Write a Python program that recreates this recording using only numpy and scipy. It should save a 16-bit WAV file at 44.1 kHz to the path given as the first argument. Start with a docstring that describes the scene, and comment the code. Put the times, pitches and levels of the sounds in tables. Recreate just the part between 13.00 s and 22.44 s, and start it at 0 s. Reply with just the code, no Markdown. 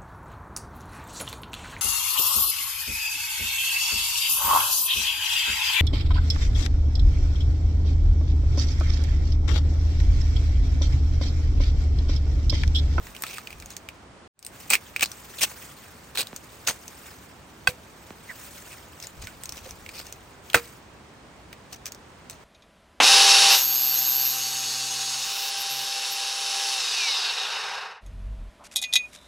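"""Husking and chopping a bamboo shoot

A long blade strips the husks off a bamboo shoot and chops it in a quiet forest, close to a phone.
Ripping fibres are shaped crackle, snaps add brief rings, and chops excite the modes of the stem.
Knocks and creaks are gliding tones; loose husks rustle, and a light breeze thumps the phone's ports.
A steady far wash lies behind; the sound stops once for a short silence and fades back in."""
import sys
import numpy as np
from scipy import signal
from scipy.fft import rfft, irfft, next_fast_len
from scipy.io import wavfile
from scipy.ndimage import uniform_filter1d

SR = 44100
rng = np.random.default_rng(int(sys.argv[2]) if len(sys.argv) > 2 else 0)


def materialize(psi):
    """Save the field psi as 16-bit PCM at rate SR to the path in sys.argv[1].

    A 1-D psi becomes a single channel; in a 2-D psi each row is a channel.
    """
    bounded = np.clip(np.atleast_2d(psi).T, -1, 1)
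    quanta = np.round(bounded * 32767).astype(np.int16)
    wavfile.write(sys.argv[1], SR, quanta)


N = 416304  # samples


# Relative colour of breaking husk as heard through the microphone,
# with its likely narrow resonance near 2.5 kHz: pitch_hz, gain_db
HUSK_AT_MICROPHONE = [(300, -10), (1000, -1.5), (2100, 2.5), (2500, 8.5), (3000, 3), (4200, 5), (6500, 0),
                      (8500, 1), (12000, -2.5), (15500, -4)]


def piece(pitch_hz, lift, width_hz):
    """Resonance: the husk's colour at the microphone is lifted at the pitch of the piece that gives way."""
    return lambda hz: gain_of(read(HUSK_AT_MICROPHONE, hz)) * (1 + lift / (1 + ((hz - pitch_hz) / width_hz) ** 2))


def body(breaks, top_hz):
    """Low-frequency coupling: the low share of the breaks shakes the flesh of the shoot."""
    return evened(colour(breaks, lambda hz: hz / (1 + (hz / top_hz) ** 3)))


# Husks ripped by the blade or dragged by hand:
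# start_s, length_s, swell_share (of the length, 0-1), level_db, pitch_hz (loudest)
RIPS = [(.2, 0.26, 0.41, -40.5, 2450), (0.691, 0.068, 0.38, -45, 6540), (1.694, 0.062, 0.34, -19.5, 2480),
        (1.72, 0.04, 0.52, -23, 2400), (2.017, 0.033, 0.34, -17, 2540), (2.377, 0.0308, 0.58, -33, 3500),
        (2.405, 0.05996, 0.33, -18.5, 3030), (3.147, 0.032, 0.26, -33.5, 4000),
        (3.168, 0.075, 0.39, -23.5, 3970), (3.665, 0.068, 0.15, -21.5, 6270),
        (5.699, 0.065, 0.26, -45, 2400), (5.99, 0.096, 0.54, -43.5, 5080),
        (6.201, 0.092, 0.33, -42.5, 6600), (6.53, 0.0798, 0.57, -42.5, 6320),
        (6.606, .16, 0.32, -45.5, 6300), (6.903, 0.16, 0.49, -40, 4920), (7.028, 0.1, 0.36, -48.5, 6140),
        (8.699, 0.083, 0.4, -43, 6120), (8.848, 0.057, 0.34, -40.5, 5940), (9.29, 0.088, 0.25, -49, 6100)]
RIP_BRIGHT_DB, RIP_BRIGHT_DB_PER_OCTAVE = 3, -3.5
RIP_BODY_DB, RIP_BODY_DB_PER_OCTAVE = -18, 6  # higher-pitched rips carry more low body


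def rip(start_s, length_s, swell_share, level_db, pitch_hz):
    """Fracture noise: a run of breaking fibres swells and dies; gentle runs are lumpier."""
    t = np.arange(0, length_s, 1 / SR)
    pull = np.interp(t / length_s, [0, np.clip(swell_share, 0, 1), 1], [0, 1, 0])
    breaks = crackle(len(t), spread_db=abs(.08 * level_db), grain_s=0.0019, patchy_db=3.0)
    octaves = np.log2(pitch_hz / 4000)
    bright_db = RIP_BRIGHT_DB + RIP_BRIGHT_DB_PER_OCTAVE * octaves
    body_db = RIP_BODY_DB + RIP_BODY_DB_PER_OCTAVE * octaves
    fibres = evened(colour(breaks, piece(pitch_hz, lift=1.9, width_hz=380)))
    fibres = brightened(fibres, bright_db)
    flesh = gain_of(body_db) * body(breaks, top_hz=636)
    envelope = gain_of(level_db - 26.0 * (1 - pull) ** 1.932)
    return start_s, envelope * (fibres + flesh)


# The clearest single fibres snapping: start_s, level_db, pitch_hz (loudest)
SNAPS = [(.0687, -39, 1780), (0.1489, -38.5, 2670), (0.1644, -35.5, 2820), (0.2216, -27.5, 13500),
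         (0.2362, -23.5, 1270), (.2658, -34.5, 3000), (0.3822, -31.5, 1235), (0.4719, -33, 2450),
         (0.5046, -37.5, 2400), (0.5275, -39, 2410), (.5995, -39.5, 6500), (.623, -40, 2310),
         (0.6585, -38, 6570), (.7038, -37, 6110), (0.7658, -30, 6640), (0.8873, -32.5, 2390),
         (1.391, -29.5, 8530), (1.4268, -33, 4920), (1.4482, -27, 8500), (1.4644, -26.5, 8600),
         (1.7021, -16, 8230), (1.7333, -13, 2410), (1.7525, -16.5, 2270), (1.9621, -22.5, 2340),
         (1.9944, -29, 2350), (2.0083, -21.5, 2430), (2.0481, -30, 4570), (2.0579, -27, 4380),
         (2.1161, -32, 5860), (2.4322, -15, 6300), (3.1735, -22, 3380), (3.2698, -35, 4040),
         (3.3622, -30, 6550), (3.6755, -19, 6400), (3.8791, -34.5, 6220), (6.0004, -37.5, 6260),
         (6.0254, -36, 5570), (6.0694, -33.5, 6820), (6.2704, -34, 2140), (6.4351, -29.5, 8230),
         (6.4559, -31.5, 6490), (6.492, -29.5, 5900), (6.522, -32.0, 5860), (6.5781, -36.5, 2840),
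         (6.7083, -36, 6040), (6.8622, -36.5, 2170), (6.8903, -35, 2060), (7.067, -40, 6040),
         (7.1245, -34, 6400), (7.4997, -33, 3260), (7.5318, -30.5, 2830), (8.528, -37, 1900),
         (8.7275, -37, 6000), (8.8563, -30, 6010), (8.865, -31, 6040), (8.9202, -34.5, 6550),
         (8.947, -41.5, 5960), (9.2975, -33.5, 6200), (9.308, -38, 8200)]


def snap(start_s, level_db, pitch_hz):
    """Impulsive fracture: a sharp break, a woody ring and scatter off the litter; high ones are brighter."""
    t = np.arange(2000) / SR
    crack = (1 - np.exp(-(t / .0009) ** 2)) * gain_of(-60 * t / .008)
    scatter = (1 - np.exp(-t / 0.0031)) * gain_of(-19.5 - 60 * t / 0.07)
    noise = colour(rng.standard_normal((2, len(t))), piece(pitch_hz, lift=3.2, width_hz=400))
    bright_db = 3 + 3.9 * np.log2(pitch_hz / 3000)
    fracture = brightened(noise, bright_db) * (crack + scatter)
    fracture = fracture / np.sqrt(np.mean(fracture[:, :150] ** 2))  # levelled on its first 150 samples
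    ring_decay = gain_of(-1.0 - 60 * t * pitch_hz / 45)  # 60 dB in 45 cycles
    ring = ring_decay * np.sin(2 * np.pi * pitch_hz * t) * (1 - np.exp(-t / 0.0012))
    return start_s, gain_of(level_db) * (fracture + ring)


# Modes of the stem: pitch_hz, relative_level_db
STEM_MODES = [(750, -2.5), (1100, -6.5), (1550, 4.5), (2020, 1.5), (2570, 4.5), (3300, -2.5), (4600, -2),
              (6400, -6), (8500, 5)]
# Blows into the stem: start_s, blow_db, pitch_hz (loudest), splinter_db, bright_db,
# ring_hz (hollow joint), ring_db, thud_db (into the ground)
CHOPS = [(4.6716, -6.5, 2065, -25, 12.5, 501, -28, -25.5), (7.5431, -8, 1500, -13, 5.5, 473, -18.5, -27)]


def chop(start_s, blow_db, pitch_hz, splinter_db, bright_db, ring_hz, ring_db, thud_db):
    """Modal excitation: a crush of a few ms rings the stem; hollow joint and ground answer late."""
    t = np.arange(9000) / SR
    crush = (1 - np.exp(-(t / .0025) ** 2)) * gain_of(-60 * t / .026)
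    mode_hz, mode_db = np.transpose(STEM_MODES)[..., None]
    mode_gain = gain_of(mode_db - 2.9 * np.log2(mode_hz / pitch_hz) ** 2)
    turns = mode_hz * t + rng.random((2, len(mode_hz), 1))  # random starting phases
    blow = crush * (mode_gain * np.sin(2 * np.pi * turns)).sum(1)

    breaks = crackle(len(t), spread_db=.7, grain_s=.004, patchy_db=2)
    splinters = evened(colour(breaks, piece(pitch_hz, lift=4.8, width_hz=780)))
    splinters = splinters + gain_of(-9.5) * body(breaks, top_hz=525)
    burst, tail = gain_of(blow_db - 6 - 60 * t / 0.022), gain_of(splinter_db - 60 * t / 0.11)
    splinters = brightened(splinters, bright_db) * (1 - np.exp(-t / 0.00032)) * (burst + tail)

    ring_envelope = gain_of(ring_db - 60 * t / .16) * (1 - np.exp(-(t / .012) ** 2))
    ring = ring_envelope * np.sin(2 * np.pi * ring_hz * t)
    after_thud = t - .018  # seconds from the centre of the thud
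    thud = gain_of(thud_db) * np.exp(-(after_thud / 0.00382) ** 2) * np.cos(2 * np.pi * 100 * after_thud)
    return start_s, gain_of(blow_db) * blow + splinters + ring + thud


# A stalk knocked along its length: start_s, level_db
KNOCKS = [(3.3298, -34.5), (5.1058, -35)]
KNOCK_TURNS, KNOCK_S = 1.16, 0.0096  # pitch is close to turns over time since the knock; length


def knock(start_s, level_db):
    """Bending-wave dispersion: treble arrives first, so a click slides down into a low thump."""
    t = np.arange(1, round(KNOCK_S * SR)) / SR
    glide = np.sin(2 * np.pi * KNOCK_TURNS * np.log(t * SR / 8 + 1))
    wave = glide * np.cos(np.pi / 2 * t / KNOCK_S) ** .5
    return start_s, gain_of(level_db) * np.array([wave, wave])


# Brief pitched creaks of bent stalks: start_s, length_s, start_hz, end_hz, level_db
CREAKS = [(5.285, 0.041, 2141, 1665, -36.5), (6.27, 0.0253, 1490, 1504, -44), (6.655, .03, 530, 513, -42)]


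def creak(start_s, length_s, start_hz, end_hz, level_db):
    """Frequency and amplitude modulation: a short tone glides and is roughened by slow noise."""
    count = round(length_s * SR)
    tone = np.sin(2 * np.pi * np.cumsum(np.linspace(start_hz, end_hz, count)) / SR)
    rough = 1 + 0.793 * evened(uniform_filter1d(rng.standard_normal((2, count)), 60))
    return start_s, gain_of(level_db) * tone * rough * np.hanning(count) ** .5


# Relative colour of stirred leaves: pitch_hz, gain_db
LEAF_COLOUR = [(300, -17), (1200, 3.5), (2500, 3), (4000, -1.5), (7000, 0), (15500, -3.5)]
# Husks and leaves being stirred, joined by straight lines: time_s, level_db
RUSTLE = [(0, -49), (.55, -52), (.85, -59), (1.25, -76), (1.6, -47), (1.95, -53.5), (2.5, -44),
          (3.0, -53.5), (4.1, -49), (4.4, -57.5), (5.15, -53), (5.45, -44.5), (5.93, -52), (7.05, -52.5),
          (7.4, -58), (7.6, -46.5), (7.9, -63.5), (9.44, -61.5)]
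SETTLE_DB, SETTLE_T60_S = -31.5, 0.83  # settling litter relative to its rip or chop; 60 dB decay time


def rustle():
    """Friction noise: loose husks brush each other, brighter when stirred harder; shaken litter settles."""
    t = np.arange(N) / SR
    power = gain_of(np.interp(t, *np.transpose(RUSTLE))) ** 2
    rip_ends = [(start_s + length_s, level_db) for start_s, length_s, _, level_db, _ in RIPS]
    blows = [(row[0], row[3]) for row in CHOPS]  # time and splinter level
    for shake_s, shake_db in rip_ends + blows:
        settling_db = shake_db + SETTLE_DB - 60 * np.maximum(t - shake_s, 0) / SETTLE_T60_S
        power = power + (t > shake_s) * gain_of(settling_db) ** 2
    level_db = 10 * np.log10(power)
    brushing = crackle(N, spread_db=3.5, grain_s=0.0092, patchy_db=3.0)
    brushing = evened(colour(brushing, lambda hz: gain_of(read(LEAF_COLOUR, hz))))
    return gain_of(level_db) * brightened(brushing, 0.42 * (level_db + 52.5))


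# Puffs of breeze on the ports: centre_s, length_s, level_db
PUFFS = [(0.049, 0.19, -47), (0.599, 0.2, -49), (6.222, 0.092, -40.5), (6.712, 0.97, -54.5)]


def breeze():
    """Wind pressure noise: lumpy low-frequency pressure on the ports."""
    t = np.arange(N) / SR
    strength = sum(gain_of(db) * np.exp(-((t - s) / length * 2) ** 2) for s, length, db in PUFFS)
    pressure = colour(rng.standard_normal((2, N)), lambda hz: hz ** 2 / (1 + (hz / 60) ** 5))
    return strength * evened(pressure)


# Relative spectrum of the distant forest: pitch_hz, gain_db
FOREST_COLOUR = [(15, -46), (25, -25.5), (59, -0.5), (239, -5.5), (482, -8.5), (1020, -10), (10000, -31.5),
                 (13000, -87.5)]
FOREST_DB = -49  # rms level before the ports


def forest():
    """Stationary filtered noise: the steady far wash of the wood."""
    wash = colour(rng.standard_normal((2, N)), lambda hz: gain_of(read(FOREST_COLOUR, hz)))
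    return gain_of(FOREST_DB) * evened(wash)


# The two ports: pitch_hz, near_likeness (0-1), far_likeness (0-1), left_over_right_db,
# phase_shift (half turns)
PORTS = [(200, .93, .9, 0, 0), (800, .85, .45, -2, .05), (2200, .7, .2, -3, -.1), (3500, .5, .2, 0, -.3),
         (5500, .65, .2, 3, -.15), (8800, .85, .6, -1, .1), (10500, .93, .9, 0, .95),
         (12200, .97, .97, 0, 1.05), (13800, .99, .99, 0, 2)]


def ports(paths, column):
    """Coherence: the right port hears part of the left path, phase-shifted by the body of the phone."""
    hz, (left, other) = np.fft.rfftfreq(N, 1 / SR), rfft(paths)
    same = np.clip(read(PORTS, hz, column), 0, 1)
    lean = gain_of(read(PORTS, hz, column=3) / 2)
    right = same * left + np.sqrt(1 - same ** 2) * other
    right = right * np.exp(1j * np.pi * read(PORTS, hz, column=4))
    return irfft(np.array([left * lean, right / lean]), N)


def crackle(count, spread_db, grain_s, patchy_db):
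    """Granular noise: two paths share lumps from many tiny breaks and a few large, in coloured patches."""
    sizes = gain_of(spread_db * np.minimum(rng.exponential(1, count), 5))
    kicks = sizes * (rng.random(count) < 1 / 30)
    lumps = signal.lfilter([1], [1, -np.exp(-1 / (grain_s * SR))], kicks)
    z = signal.stft(lumps * rng.standard_normal((2, count)), nperseg=256, noverlap=192)[2]
    patches = uniform_filter1d(rng.standard_normal(z.shape[1:]), size=4, axis=0)  # across frequency
    patches = uniform_filter1d(patches, size=8, axis=1)  # across time
    z = z * gain_of(patchy_db * evened(patches))
    return evened(signal.istft(z, nperseg=256, noverlap=192)[1][:, :count])


def brightened(x, bright_db):
    """Spectral tilt: changes the treble, from none at 3 kHz to bright_db at 12 kHz and above."""
    treble = colour(x, lambda hz: np.clip(np.log2(hz / 3000 + 1e-9) / 2, 0, 1))
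    return x + (gain_of(bright_db) - 1) * treble


def colour(x, gain):
    """Linear filtering: multiplies the spectrum by a gain given as a function of Hz."""
    size = next_fast_len(x.shape[-1] + 256)
    return irfft(rfft(x, size) * gain(np.fft.rfftfreq(size, 1 / SR)), size)[..., :x.shape[-1]]


def gain_of(db):
    """Decibel law: converts decibels to an amplitude gain."""
    return 10 ** (np.asarray(db) / 20)


def evened(x):
    """Energy normalisation: scales to rms 1."""
    return x / np.sqrt(np.mean(x ** 2) + 1e-20)


def read(points, hz, column=1):
    """Interpolation on a log-frequency axis: reads one column of a table."""
    table = np.transpose(points)
    return np.interp(np.log(hz + 1), np.log(table[0] + 1), table[column])


def add(mix, start_s, sound):
    """Superposition: mixes a two-channel sound in at start_s."""
    part = mix[:, round(start_s * SR):][:, :sound.shape[1]]
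    part += sound[:, :part.shape[1]]


def scene():
    """Superposition of near and far fields: hands and blade near, forest and breeze around."""
    near = rustle()
    for table, source in ((RIPS, rip), (SNAPS, snap), (CHOPS, chop), (CREAKS, creak), (KNOCKS, knock)):
        for row in table:
            add(near, *source(*row))
    return ports(near, column=1) + ports(forest() + breeze(), column=2)


# The short silence: silence_start_s, fade_start_s, fade_end_s
SILENCE = (1.277, 1.33, 1.508)
ROLL_HZ, ROLL_DB = 15900, -32  # the microphone path dulls above here, by this much
EDGE_HZ = 16970  # band limit


def record(dry):
    """Gating and band limitation: a silence with a fade-in, a dulled top and a low-pass edge."""
    t = np.arange(N) / SR
    silence_start_s, fade_start_s, fade_end_s = SILENCE
    fade = np.clip((t - fade_start_s) / (fade_end_s - fade_start_s), 0, 1) ** 2
    gate = np.where(t < silence_start_s, 1, fade)
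    dulled = colour(dry * gate, lambda hz: gain_of(ROLL_DB * np.clip((hz - ROLL_HZ) / 250, 0, 1)))
    low_pass = signal.firwin(511, EDGE_HZ, window=("kaiser", 9), fs=SR)
    return signal.oaconvolve(dulled, low_pass[None], "same")


dry = scene()
out = record(dry)
materialize(out)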